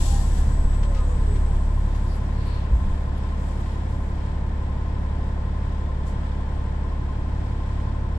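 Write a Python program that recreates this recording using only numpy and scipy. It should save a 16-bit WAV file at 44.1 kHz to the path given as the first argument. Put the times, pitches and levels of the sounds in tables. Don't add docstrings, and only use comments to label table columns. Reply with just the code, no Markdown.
import sys
import numpy as np
from scipy import signal
from scipy.fft import rfft, irfft
from scipy.io import wavfile
from scipy.ndimage import uniform_filter1d

SR = 44100
rng = np.random.default_rng(int(sys.argv[2]) if len(sys.argv) > 2 else 0)


def dump(signal):
    limited = np.clip(np.atleast_2d(signal).T, -1, 1)
    pcm = np.round(limited * 32767).astype(np.int16)
    wavfile.write(sys.argv[1], SR, pcm)


N = 360738
TIME = np.arange(N) / SR
BINS = np.maximum(np.fft.rfftfreq(N, 1 / SR), 1)
CYCLE_HZ = 5.8345

# time in seconds, gear mesh frequency in Hz.
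MOTOR_GLIDE = [(0, 828), (.2, 792), (.5, 703), (1.1, 495), (1.9, 192), (2.7, 5)]


def undb(db):
    return 10 ** (np.asarray(db) / 20)


def unit(x):
    return x / np.sqrt(np.mean(x ** 2))


def curves(table):
    s, *columns = np.transpose(table)
    return [np.interp(TIME, s, c) for c in columns]


def across(table, hz):
    f, value = np.transpose(table)
    return np.interp(np.log(hz), np.log(f), value)


def colour(table, hz=BINS):
    low_end = 1 + (.8 * table[0][0] / hz) ** 8
    high_end = 1 + (.8 * hz / table[-1][0]) ** 8
    return undb(across(table, hz)) / low_end / high_end


def walk(rate):
    k = int(SR / rate)
    steps = np.repeat(rng.standard_normal(N // k + 1), k)
    smooth = uniform_filter1d(uniform_filter1d(steps, k), k)
    return unit(smooth[:N])


def swell(s, spread):
    return np.exp(-.5 * ((TIME - s) / spread) ** 2)


def burst(s, decay):
    age = np.maximum(TIME - s, 0) / decay
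    return 2 * age * np.exp(1 - 2 * age)


def vent(s, hold, decay, attack=.042):
    age = TIME - s
    return np.clip(age / attack, 0, 1) * np.exp(-np.maximum(age - hold, 0) / decay)


def through(resonances, hz):
    power = 0
    for centre, width, db in resonances:
        power = power + undb(2 * db) / (1 + (2 * (hz - centre) / width) ** 2) ** 2
    return np.sqrt(power)


def noise(gain, hz=BINS):
    # frequency in Hz, likeness.
    likeness = [(70, 1.7), (130, 1.3), (250, 0.56), (500, 0.62), (1000, 0.35), (2000, -0.11), (4000, 0.16),
                (11000, -0.23)]
    mid, side = np.exp(2j * np.pi * rng.random((2, len(hz))))
    alike = np.clip(across(likeness, hz), 0, 1)
    both = mid * np.sqrt(1 + alike) + np.array([[1], [-1]]) * side * np.sqrt(1 - alike)
    return unit(irfft(both * gain))


def even(loop, hz):
    out = 0
    for octave in range(5, 13):
        band = irfft(rfft(loop) * np.maximum(1 - abs(np.log2(hz) - octave), 0))
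        power = uniform_filter1d(band ** 2, loop.shape[1] // 4, mode="wrap")
        strength = .4 if octave > 7 else .1
        out = out + band * (power.mean(axis=1, keepdims=True) / power) ** strength
    return out


def boom(cycle):
    # multiple of the firing rate, level in dB.
    boom_tones = [(.5, -37.5), (1.5, -46), (2.5, -43), (3, -36), (3.5, -45), (4.5, -50), (5, -50),
                  (5.5, -49), (6, -51), (8, -53), (10, -59)]
    loaded_db, idling_db = -21, -29.5
    unload_s, unload_decay_s = 1.77, .49
    firing = 2 * np.pi * 6 * cycle
    load = np.exp(-np.maximum(TIME - unload_s, 0) / unload_decay_s)
    first_db = idling_db + (loaded_db - idling_db) * load
    octave_db = -17.8 + .32 * first_db
    first = undb(first_db + .5 * walk(9)) * np.cos(firing - .2)
    octave = undb(octave_db + .3 * walk(9)) * np.cos(2 * firing)
    out = first + octave
    for multiple, db in boom_tones:
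        shift = rng.uniform(-np.pi, np.pi) * (multiple != 3)
        tone = np.cos(multiple * firing + shift + .13 * walk(6))
        out = out + undb(db + 1.96 * walk(6)) * tone
    return np.sqrt(2) * out


def clatter(cycle, repeat_db=-38.0, loose_db=-40.5, size=8192):
    # frequency in Hz, relative level in dB per Hz.
    clatter_colour = [(90, 0), (150, -1.05), (200, -5), (270, -5), (350, -11), (520, -11), (620, -12.5),
                      (800, -15), (890, -10.5), (960, -13.5), (1050, -9), (1110, -20), (1300, -22.5),
                      (1800, -22.5), (3000, -39)]
    hz = np.maximum(np.arange(size // 2 + 1) * CYCLE_HZ, 1)
    turn = even(noise(colour(clatter_colour, hz), hz), hz)
    repeated = np.array([np.interp(cycle * size, np.arange(size), port, period=size) for port in turn])
    loose = noise(colour(clatter_colour))
    return undb(repeat_db + .25 * walk(11)) * repeated + undb(loose_db) * loose


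def gears(cycle):
    # multiple of the cycle rate, swells per cycle, relative level in dB.
    gear_tones = [(153, 1, -53.3), (180, 2, -51.7), (174, 1, -55)]
    out = 0
    for multiple, swells, db in gear_tones:
        load = (.5 + .5 * np.cos(2 * np.pi * swells * cycle)) ** 2
        phase = 2 * np.pi * multiple * cycle
        ports = np.array([undb(2 * walk(20)) * np.sin(phase + .7 * walk(45)) for _ in range(2)])
        out = out + 2 * undb(db) * load * ports
    return out


def drive(rolling_db=-31, resting_db=-42, inverter_db=-54, lower_mesh_db=.5, upper_mesh_db=-2):
    # centre in Hz, width in Hz, level in dB.
    panels = [(412, 45, -41.5), (490, 40, -41), (565, 45, -43), (665, 35, -50), (735, 40, -51),
              (803, 35, -43), (1135, 40, -49), (1245, 60, -47), (1420, 150, -55.5), (1800, 300, -53)]
    # offset from the carrier in gear mesh frequencies, relative level in dB.
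    sidebands = [(-.21, 0), (.21, -3), (-2.5, -2)]
    # centre in Hz, width in Hz, level in dB.
    casing = [(6830, 130, -3), (7220, 200, -8), (7900, 200, -.5), (8130, 70, -1.5)]
    # frequency in Hz, relative level in dB per Hz.
    road_colour = [(15, -11), (35, -2.5), (70, -2.5), (130, -7), (200, -10.5), (300, -23.5), (700, -33.5),
                   (1700, -38)]
    carrier_hz = 8050
    handover_hz = 236
    mesh_hz = curves(MOTOR_GLIDE)[0]
    torque = 1 / (1 + (handover_hz / mesh_hz) ** 6)
    mesh = 2 * np.pi * np.cumsum(mesh_hz * (1 + .00312 * walk(25.1))) / SR
    out = 0
    for ratio, mesh_db in ((1, lower_mesh_db), (7 / 3, upper_mesh_db)):
        ports = np.array([undb(1.8 * walk(30)) * np.sin(ratio * mesh + .7 * walk(45)) for _ in range(2)])
        out = out + np.sqrt(2) * through(panels, ratio * mesh_hz) * undb(mesh_db) * ports
    for offset, db in sidebands:
        phase = 2 * np.pi * carrier_hz * TIME + offset * mesh
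        ports = np.array([undb(2.8 * walk(18.1)) * np.sin(phase + .67 * walk(98)) for _ in range(2)])
        out = out + undb(inverter_db + db) * through(casing, carrier_hz + offset * mesh_hz) * ports
    speed = mesh_hz / mesh_hz.max()
    road_level = undb(rolling_db + 2 * walk(7.4)) * speed + undb(resting_db)
    return torque * out + noise(colour(road_colour)) * road_level


def brakes(groan_db=-49, groan_hz=972):
    # frequency in Hz, relative level in dB per Hz.
    air_colour = [(1470, -43), (2500, -10), (3520, -4.5), (3950, -6), (5360, -6), (6200, -7), (7860, 0.5),
                  (8420, -7), (9010, -13.5), (9950, -11.5), (10700, -6.5), (12000, -18), (15500, -30.5)]
    # start in seconds, level in dB, hold in seconds, decay in seconds.
    air_releases = [(-.06, -36, .06, 0.25), (.4, -59, 1.62, 0.81), (2.707, -60.5, 0.084, 0.27),
                    (3.355, -58.5, .15, 0.42), (3.85, -63.5, .08, .4)]
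    # centre in seconds, spread in seconds, level in dB.
    puffs = [(.39, 0.015, -53.5), (6.075, 0.0099, -54.5), (6.105, 0.019, -58)]
    # centre in seconds, spread in seconds, pitch in Hz, half-width in Hz, level in dB.
    pads = [(2.12, .035, 4650, 600, -55.5), (2.12, .04, 9600, 1000, -65), (2.5, .1, 4300, 450, -53.5),
            (2.54, .14, 2400, 1400, -51.5), (2.5, .08, 8200, 150, -66)]
    # centre in seconds, pitch in Hz, level in dB.
    chirps = [(1.965, 10900, -61), (2.16, 11000, -60), (2.47, 10900, -60), (2.56, 10850, -66),
              (3.18, 11050, -63), (3.61, 11300, -70)]
    flutter = undb(.8 * walk(30))
    released = np.sqrt(sum((undb(db) * vent(s, hold, decay)) ** 2 for s, db, hold, decay in air_releases))
    flow = released * flutter + sum(undb(db) * swell(s, spread) for s, spread, db in puffs)
    out = noise(colour(air_colour)) * flow
    for s, spread, hz, width, db in pads:
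        rub = noise(1 / (1 + ((BINS - hz) / width) ** 2))
        out = out + undb(db) * swell(s, spread) * rub
    for s, hz, db in chirps:
        chirp = np.sqrt(2) * np.sin(2 * np.pi * hz * TIME + 1.5 * walk(500))
        out = out + undb(db) * swell(s, .009) * chirp
    groan = swell(2.51, .06) * np.sin(2 * np.pi * groan_hz * TIME + .5 * walk(30))
    return out + undb(groan_db) * groan


def body(sway_db=-25):
    # start in seconds, level in dB, decay in seconds.
    rattles = [(.722, -51, .025), (.826, -45.5, .024), (.942, -46, 0.019), (.964, -48, 0.029),
               (1.23, -57, .008), (1.355, -48, 0.014), (1.55, -58, .02), (1.945, -52, .02)]
    # frequency in Hz, relative level in dB per Hz.
    fitting_colour = [(700, -8), (1500, 5), (3200, 4), (5000, -2), (7500, -4), (9000, -15), (12000, -20),
                      (15000, -38)]
    # start in seconds, pitch in Hz,
    # level in dB, decay in seconds.
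    lurches = [(.085, 60, -21, .04), (.45, 128, -29, .09), (1.24, 40, -20, .04), (2.712, 55, -11, .045),
               (2.75, 84, -25, .08), (2.79, 22, -22, .17), (2.84, 195, -32, .04)]
    # frequency in Hz, relative level in dB per Hz.
    sway_colour = [(11, -4), (20, 3), (28, -8), (45, -19)]
    chatter = sum(undb(db) * burst(s, decay) for s, db, decay in rattles)
    thud = 0
    for s, hz, db, decay in lurches:
        thud = thud + undb(db) * burst(s, decay) * np.sin(2 * np.pi * hz * (TIME - s))
    mesh_hz = curves(MOTOR_GLIDE)[0]
    speed = mesh_hz / mesh_hz.max()
    sway = undb(sway_db) * speed * noise(colour(sway_colour))
    return noise(colour(fitting_colour)) * chatter * undb(1.5 * walk(270)) + thud + sway


def ventilation(cycle, level_db=-51.5, throb=.082):
    # frequency in Hz, relative level in dB per Hz.
    vent_colour = [(710, -23), (1200, -3.5), (1900, -3), (2050, -7), (2620, -8.5), (2860, -11),
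                   (3110, -6.5), (4530, -14.5), (5090, -14.5), (6240, -20.5), (8240, -16.5), (9080, -33),
                   (10800, -25.5), (13200, -53), (15500, -51.5)]
    pulse = 1 + throb * np.cos(2 * np.pi * 6 * cycle + np.pi)
    return noise(colour(vent_colour)) * undb(level_db + .95 * walk(6)) * pulse


def scene():
    # frequency in Hz, left minus right in dB.
    port_balance = [(70, 0), (110, -.5), (200, -2.5), (400, 0), (800, 1.5), (1300, 3.5), (2400, 0),
                    (4400, 8), (8000, 14), (9100, -2), (10600, -14), (12000, -12), (13500, 0)]
    cycle = .027 + CYCLE_HZ * TIME + .0005 * walk(2)
    engine = boom(cycle) + clatter(cycle) + gears(cycle)
    cabin = engine + drive() + brakes() + body() + ventilation(cycle)
    fade = np.minimum(np.minimum(TIME, TIME[::-1]) / .005, 1)
    tilt = undb(np.array([[.5], [-.5]]) * across(port_balance, BINS))
    tilt = tilt / np.sqrt(np.mean(tilt ** 2, axis=0))
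    lag = np.exp(-2j * np.pi * BINS * np.array([[0], [7 / SR]]))
    return irfft(rfft(cabin * fade) * tilt * lag, N)


def record(dry, top_hz=15700):
    return signal.sosfilt(signal.ellip(10, .1, 80, top_hz, fs=SR, output="sos"), dry)


dry = scene()
out = record(dry)
dump(out)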